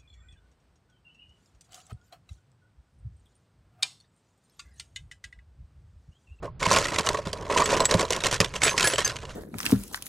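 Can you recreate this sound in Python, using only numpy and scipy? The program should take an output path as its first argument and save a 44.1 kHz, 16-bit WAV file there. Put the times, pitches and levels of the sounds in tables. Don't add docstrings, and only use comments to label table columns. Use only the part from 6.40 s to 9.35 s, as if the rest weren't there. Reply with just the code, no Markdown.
import sys
import numpy as np
from scipy import signal
from scipy.fft import rfft, irfft
from scipy.io import wavfile

SR = 44100
rng = np.random.default_rng(int(sys.argv[2]) if len(sys.argv) > 2 else 0)


def digitize_waveform(pressure):
    field = np.atleast_2d(pressure).T
    bounded = np.clip(field, -1, 1)
    quanta = np.round(bounded * 32767).astype(np.int16)
    wavfile.write(sys.argv[1], SR, quanta)


def elevation(decibels):
    levels = np.asarray(decibels, float)
    return 10 ** (levels / 20)


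N = 130095

# frequency in Hz, level in dB.
RUMBLE_SPECTRUM = [(12, -6), (20, -1), (65, 0), (130, 1), (237, -17.5), (1250, -34.5), (5000, -51.5),
                   (6500, -102), (11000, -120)]
# frequency in Hz, level in dB per Hz.
PLASTIC_SPECTRUM = [(710, -6.5), (1200, -6), (1250, -3.5), (7570, -5.5), (12200, -20), (15000, -58)]
# frequency in Hz, left minus right in dB.
PORT_BALANCE = [(60, -1.1), (380, -3), (2380, -3), (15000, 1.5)]
# frequency in Hz, level in dB, 60 dB decay in seconds.
WALL_MODES = [(425.3, -2.5, 0.063), (539, 2, 0.044), (625.6, -4.5, 0.063), (982, -2.5, 0.058),
              (1070, 0, 0.049), (1350, 6, 0.0039), (770, -18, 0.026), (345.6, -16.5, 0.094)]
# frequency in Hz, level in dB, 60 dB decay in seconds.
FLOOR_MODES = [(108.5, -8, 0.079), (170.5, -6, 0.062)]
# frequency in Hz, level in dB, 60 dB decay in seconds.
CAR_MODES = [(1685, -1, .3), (4500, -3, .2), (4861, -7, .2), (6295, -3, .15), (7765, 0, .14),
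             (9480, -12, .2), (9631, -9, .25), (10290, -11, .25), (10620, -17, .2), (11950, -14, .3),
             (13370, -24, .3), (13700, -20, .4), (14365, -21, .4)]
# start in seconds, length in seconds, rattle in dB, load on the tub in dB above the
SLIDES = [(0.021, 0.049, -51.5, 23), (0.193, 0.15, -33.5, 5.5), (0.292, 0.14, -22, 2.5),
          (0.4, 0.12, -36.5, 5.5), (0.482, 0.11, -37, 5.5), (0.578, 0.032, -32.5, 7),
          (0.636, 0.093, -36, 10), (0.722, 0.08, -40.5, 10), (0.851, 0.035, -43, 11.5),
          (0.899, 0.25, -51.5, 15), (1.086, 0.1, -35, 10.5), (1.164, 0.063, -23, 6),
          (1.232, 0.15, -31, 5.5), (1.323, 0.066, -35.5, 10.5), (1.391, 0.057, -37, 17),
          (1.48, 0.11, -28, 5.5),
          (1.576, 0.076, -30, 10), (1.689, 0.11, -36.5, 7.5), (1.8, 0.037, -40, 1.5),
               (1.84, 0.037, -26, 3.5), (1.906, 0.06, -30.5, 2.5), (1.996, 0.073, -35.5, 5),
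               (2.133, 0.037, -33, 5.5), (2.204, 0.095, -24, -2.5), (2.307, 0.041, -34.5, 7),
               (2.349, 0.13, -24.5, -2), (2.457, 0.1, -36.5, 2.5), (2.578, 0.041, -27, -3.5),
               (2.642, 0.085, -36, 4), (2.733, 0.044, -45.5, 7.5), (2.804, 0.14, -51, 9.5)]
# start in seconds, peak in dB.
FLOOR_THUMPS = [
    (0.273, -30.5),
    (0.867, -33),
    (1.549, -21),
    (2.005, -25),
]
# start in seconds, peak in dB, pitch in Hz.
WALL_KNOCKS = [(0.078, -25.5, 1350), (0.261, -6, 1090), (0.312, -6, 970), (0.361, -12, 1120),
               (0.671, -14, 1060), (0.746, -9, 1120), (0.935, -21.5, 514), (1.098, -11.5, 1070),
               (1.161, -8.5, 1050), (1.216, -7.5, 950), (1.328, -7, 565), (1.404, -7.5, 615),
               (1.519, -12, 556), (1.543, -7.5, 620), (1.706, -12.5, 523), (2.004, -10.5, 396),
               (2.261, -9, 420), (2.535, -13.5, 494), (2.583, -11, 900),
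               (.046, -23, 574), (.228, -28, 550), (.387, -21, 493), (0.587, -18.5, 1100),
                (.787, -18.5, 553), (.868, -20.5, 450), (1.197, -7, 970), (1.858, -20.5, 950),
                (2.048, -27, 1030), (2.317, -18, 953), (2.341, -19.5, 1020), (2.471, -12.5, 345)]
# start in seconds, peak in dB, favoured mode in Hz, seconds until muted.
CAR_STRIKES = [(1.241, -25.5, 7800, 0.0039), (1.338, -44, 7760, .03), (1.404, -23.5, 7760, 0.0062),
               (1.453, -13, 7700, .001), (2.234, -16, 7760, 0.073), (2.235, -17, 9600, 0.04),
               (2.294, -24.5, 6295, 0.049), (2.295, -28, 10100, 0.045), (2.443, -18, 1685, 0.029),
               (2.442, -13.5, 10100, 0.037), (2.444, -23, 7760, .02), (2.477, -18.5, 7760, 0.0032),
               (2.477, -22, 10040, 0.075), (2.535, -30.5, 7760, 0.026), (2.557, -38, 4500, 0.0071),
               (2.647, -15.5, 6295, 0.0094), (2.648, -22.5, 4750, 0.038), (2.648, -30, 1685, 0.015)]
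# start in seconds, peak in dB, pitch in Hz.
TOY_CLACKS = [(0.2028, -27, 3900), (0.228, -11, 2200), (0.255, -15.5, 2180), (0.319, -7, 5960),
              (0.3618, -8, 3760), (0.4542, -13.5, 1920), (0.5602, -13.5, 2020), (0.5854, -9.5, 3900),
              (0.6696, -10.5, 2900), (0.6886, -6.5, 4440), (0.9302, -15, 4680), (1.1007, -22, 1990),
              (1.1753, -9, 3130), (1.2571, -11, 6570), (1.4031, -9.5, 4170), (1.454, -7, 6930),
              (1.511, -6, 3930), (1.54, -9.5, 4000), (1.705, -10.5, 6000), (1.8041, -19.5, 3760),
               (1.8372, -10.5, 3780), (1.8664, -6, 4170), (1.9121, -13.5, 5670), (2.0026, -1.5, 5030),
               (2.045, -12.5, 3530), (2.2182, -11.5, 2220), (2.233, -7.5, 7240), (2.378, -6.5, 4770),
               (2.4275, -6, 3050), (2.4727, -4, 8300), (2.5356, -11.5, 3020), (2.582, -8, 3140),
               (2.646, -17, 6000), (2.758, -25, 3150)]
# start in seconds, peak in dB, pitch in Hz.
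SMALL_TICKS = [(0.2644, -12, 2950), (0.304, -19, 4160), (0.33, -9.5, 5900), (0.3717, -11.5, 3280),
               (0.4424, -14.5, 3700), (0.469, -19.5, 5840), (0.4836, -17, 2030), (0.5205, -19, 1930),
               (0.594, -14.5, 5230), (0.608, -18, 4750), (0.6634, -15, 6050), (0.7312, -22.5, 5340),
               (0.7463, -20.5, 1900), (0.771, -25.5, 2680), (0.871, -23, 3560), (0.9738, -34, 3700),
               (1.066, -31, 2050), (1.111, -19, 2190), (1.1252, -16.5, 1920), (1.183, -9.5, 2560),
               (1.2009, -13, 3760), (1.2404, -25, 7840), (1.3202, -20, 5500), (1.3388, -14, 2550),
               (1.4466, -20, 5000), (1.5934, -12.5, 3780), (1.6088, -12, 5450), (1.6518, -23, 4010),
               (1.6813, -31, 3170), (1.7236, -12.5, 6200), (1.731, -10, 2900), (1.7633, -15.5, 5800),
               (1.8452, -8.5, 3130), (1.8576, -12, 4800), (1.9265, -12.5, 5850), (1.9346, -17, 5700),
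               (1.9421, -10.5, 5730), (1.9628, -22, 1970), (2.012, -6, 2530), (2.1388, -24, 2250),
               (2.1621, -16.5, 3130), (2.2796, -6, 2490), (2.293, -12, 2440), (2.4077, -6.5, 3310),
               (2.4411, -12, 2340), (2.5577, -13.5, 3060), (2.5892, -9.5, 3000), (2.605, -15.5, 3230),
               (2.6765, -13, 6150), (2.7653, -21, 2980), (2.787, -29, 2530), (2.8297, -33, 2560),
               (2.8524, -27, 2830), (2.8937, -31, 2780)]

RUMBLE_DB = -43.5
ROOM_DB, ROOM_T60_S = -16, 0.15
WIDE_DB, PORT_SCATTER_S = -19, 0.01
SLIDE_TAIL_S, SETTLE_DB, SETTLE_S = 0.014, -23.5, 0.2
SHUFFLES_PER_S, GRAIN_CYCLES, GRAIN_DB, RUB_DB = 520, 60, -2, -13
KNOCK_FALL_DB_PER_OCT, KNOCK_DB, KNOCK_CONTACT_S = 10.5, -3.5, 0.0018
OTHER_MODES_DB, FAVOUR_OCT, MUTED_S = -18, 0.12, 0.01
RISE_S = 0.0004
TOY_CYCLES, TOY_SPREAD_OCT, TOY_DB = 76, 0.54, -20.5
CRACK_DB, CRACK_S = -3.5, 0.0036
CRACK_TOP = 2.57
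TICK_DB, TICK_SHARE = 1, 0.71
PAN_SPREAD_DB = 1.5
CUTOFF_HZ, LIMIT = 16300, 0.75


def rms_one(x):
    return x / np.sqrt(np.mean(x ** 2) + 1e-20)


def at_hz(points, hz):
    points_hz, points_db = np.transpose(points)
    return np.interp(np.log(hz), np.log(points_hz), points_db)


def colour(x, gain_db):
    size = 2 ** 13
    hz = np.maximum(np.arange(size // 2 + 1) * SR / size, 1)
    ceps = irfft(gain_db(hz) * np.log(10) / 20)
    ceps[1:size // 2] *= 2
    ceps[size // 2 + 1:] = 0
    response = irfft(np.exp(rfft(ceps)))[None, :size // 2]
    return signal.fftconvolve(x, response, axes=1)[:, :N]


def ring(clicks, hz, t60):
    r = elevation(-60 / (t60 * SR))
    w = 2 * np.pi * hz / SR
    return signal.lfilter([0, np.sin(w)], [1, -2 * r * np.cos(w), r * r], clicks + 1e-18)


def modes(t, hz, db, t60):
    decay = elevation(db[:, None] - 60 * t / t60[:, None])
    return (decay * np.sin(2 * np.pi * hz[:, None] * t)).sum(0)


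def rise(t, contact_s):
    return 1 - np.exp(-t / contact_s)


def add(out, s, sound, pan_db):
    i = int(s * SR)
    out[:, i:i + len(sound)] += sound * elevation(np.array([[pan_db / 2], [-pan_db / 2]]))


def lumps(rate):
    r = np.exp(-2 * np.pi * rate / SR)
    noise = rng.standard_normal(N + SR)
    return rms_one(signal.lfilter([1], [1, -2 * r, r * r], noise)[SR:])


def rumble():
    air = rng.standard_normal((1, N)) + elevation(-16.5) * rng.standard_normal((2, N))
    return elevation(RUMBLE_DB) * rms_one(colour(air, lambda hz: at_hz(RUMBLE_SPECTRUM, hz)))


def room(x, t60):
    t = np.arange(SR // 4) / SR
    tails = rng.standard_normal((2, len(t))) * elevation(-60 * t / t60)
    tails /= np.sqrt((tails ** 2).sum(1, keepdims=True))
    return signal.fftconvolve(x.mean(0)[None], tails, axes=1)[:, :N]


def slide_swells():
    t, rattle, load = np.arange(N) / SR, np.zeros(N), np.zeros(N)
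    for s, length, db, load_db in SLIDES:
        after = np.maximum(t - s - 0.78 * length, 0)
        settling = (length > 0.056) * elevation(SETTLE_DB) * np.exp(-after / SETTLE_S)
        swell = np.clip((t - s) / (0.25 * length), 0, 1) * (np.exp(-after / SLIDE_TAIL_S) + settling)
        rattle += elevation(db) * swell
        load += elevation(db + load_db) * swell
    return rattle, load


def toy_grains(clicks, rattle):
    toys, power = np.zeros((2, N)), 0
    for hz in np.geomspace(1300, 13500, 28):
        chance_db = 8.9 * np.clip(rng.standard_normal(N), -2, 2)
        share_db = at_hz(PLASTIC_SPECTRUM, hz) + chance_db + 2.9 * np.log2(hz / 4000)
        share = elevation(share_db) * clicks * rng.choice([-1, 1], N)
        side = elevation(PAN_SPREAD_DB * rng.standard_normal((2, 1)))
        toys += side * ring(share * rattle, hz, GRAIN_CYCLES / hz)
        power += np.mean(ring(share, hz, GRAIN_CYCLES / hz) ** 2)
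    toys = signal.sosfilt(signal.butter(3, 11000, fs=SR, output="sos"), toys)
    return elevation(GRAIN_DB) * toys / np.sqrt(power)


def shuffle():
    rattle, load = slide_swells()
    sizes = elevation(5.0 * np.minimum(rng.exponential(1, N), 2.4))
    hits = rng.random(N) < SHUFFLES_PER_S * elevation(5.0 * lumps(40)) / SR
    clicks = rms_one(sizes * hits)
    toys = toy_grains(clicks, rattle)
    rough = rng.standard_normal((1, N)) * elevation(1.8 * lumps(27))
    rub = rms_one(colour(rough, lambda hz: at_hz(PLASTIC_SPECTRUM, hz)))
    push = load * (rng.standard_normal(N) * elevation(3.03 * lumps(56)) + 0.5 * clicks)
    tub = np.zeros(N)
    for hz, db, t60 in WALL_MODES:
        tub += elevation(db - 30) * ring(push * rng.choice([-1, 1], N), hz, 0.47 * t60)
    for hz, db, t60 in FLOOR_MODES:
        tub += elevation(db - 35.5) * ring(push * rng.choice([-1, 1], N), hz, t60)
    return toys + elevation(RUB_DB) * rattle * rub + tub


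def thumps():
    out, t = np.zeros((2, N + SR)), np.arange(2 ** 13) / SR
    tone = modes(t, *np.transpose(FLOOR_MODES)) * rise(t, KNOCK_CONTACT_S)
    for s, db in FLOOR_THUMPS:
        add(out, s, -elevation(db + 17.0) * tone, 0)
    return out[:, :N]


def knocks():
    out, t = np.zeros((2, N + SR)), np.arange(2 ** 12) / SR
    hz, level_db, t60 = np.transpose(WALL_MODES)
    for s, db, pitch in WALL_KNOCKS:
        chance = rng.standard_normal((2, len(hz)))
        fall_db = KNOCK_FALL_DB_PER_OCT * abs(np.log2(hz / pitch))
        tone = modes(t, hz * (1 + 0.041 * chance[0]), level_db + 2.0 * chance[1] - fall_db, t60)
        add(out, s, elevation(db + KNOCK_DB) * rise(t, KNOCK_CONTACT_S) * tone, 0)
    return out[:, :N]


def car():
    out, t = np.zeros((2, N + SR)), np.arange(2 ** 13) / SR
    hz, level_db, t60 = np.transpose(CAR_MODES)
    for s, db, favoured, free in CAR_STRIKES:
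        away = 1 - np.exp(-(np.log2(hz / favoured) / FAVOUR_OCT) ** 2)
        chance_db = 2.0 * rng.standard_normal(len(hz))
        tone = modes(t, hz, db + level_db + chance_db + OTHER_MODES_DB * away, t60)
        mute = np.exp(-np.maximum(t - free, 0) / MUTED_S)
        add(out, s, tone * mute * rise(t, RISE_S), 1)
    return out[:, :N]


def clacks():
    out, bright = np.zeros((2, N + SR)), np.zeros((2, N + SR))
    t = np.arange(2 ** 11) / SR
    main = np.arange(8) == 0
    hits = [(s, db, hz, 1) for s, db, hz in TOY_CLACKS]
    hits += [(s, db + TICK_DB, hz, TICK_SHARE) for s, db, hz in SMALL_TICKS]
    for s, db, hz, lasts in hits:
        chance, noise = rng.standard_normal((3, 8)), rng.standard_normal(len(t))
        pitches = np.clip(hz * 2 ** (TOY_SPREAD_OCT * chance[0] * ~main), 1300, 13000)
        tone = modes(t, pitches, 1.0 * chance[1] + 12.0 * main, lasts * TOY_CYCLES / pitches)
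        noise = signal.lfilter(*signal.butter(1, min(CRACK_TOP * hz, SR / 3), fs=SR), noise)
        crack = elevation(CRACK_DB) * noise * np.exp(-t / (lasts * CRACK_S))
        pan_db = PAN_SPREAD_DB * chance[2, 0]
        add(out, s, elevation(db + TOY_DB) * rise(t, RISE_S) * tone, pan_db)
        add(bright, s, elevation(db) * rise(t, RISE_S) * crack, pan_db)
    return out[:, :N] + colour(bright[:, :N], lambda hz: at_hz(PLASTIC_SPECTRUM, hz) + 5.97)


def scene():
    tub = clacks() + knocks() + thumps() + car() + shuffle()
    background = rumble()
    wet = room(tub, ROOM_T60_S).mean(0)
    scatter = room(tub, PORT_SCATTER_S)
    wide = colour(scatter, lambda hz: WIDE_DB + 30 * np.clip(np.log2(hz / 8500), 0, 0.6))
    return tub + elevation(ROOM_DB) * wet + wide - wide.mean(0) + background


def band_limit(x):
    return signal.sosfilt(signal.butter(12, 15750, fs=SR, output="sos"), x)


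def record(dry):
    left = colour(dry[[0]], lambda hz: at_hz(PORT_BALANCE, hz) / 2)
    right = colour(dry[[1]], lambda hz: -at_hz(PORT_BALANCE, hz) / 2)
    rounded = LIMIT * np.tanh(np.vstack([left, right]) / LIMIT)
    mix = signal.sosfilt(signal.cheby2(10, 50, CUTOFF_HZ, fs=SR, output="sos"), rounded)
    return band_limit(mix)


dry = scene()
out = record(dry)
digitize_waveform(out)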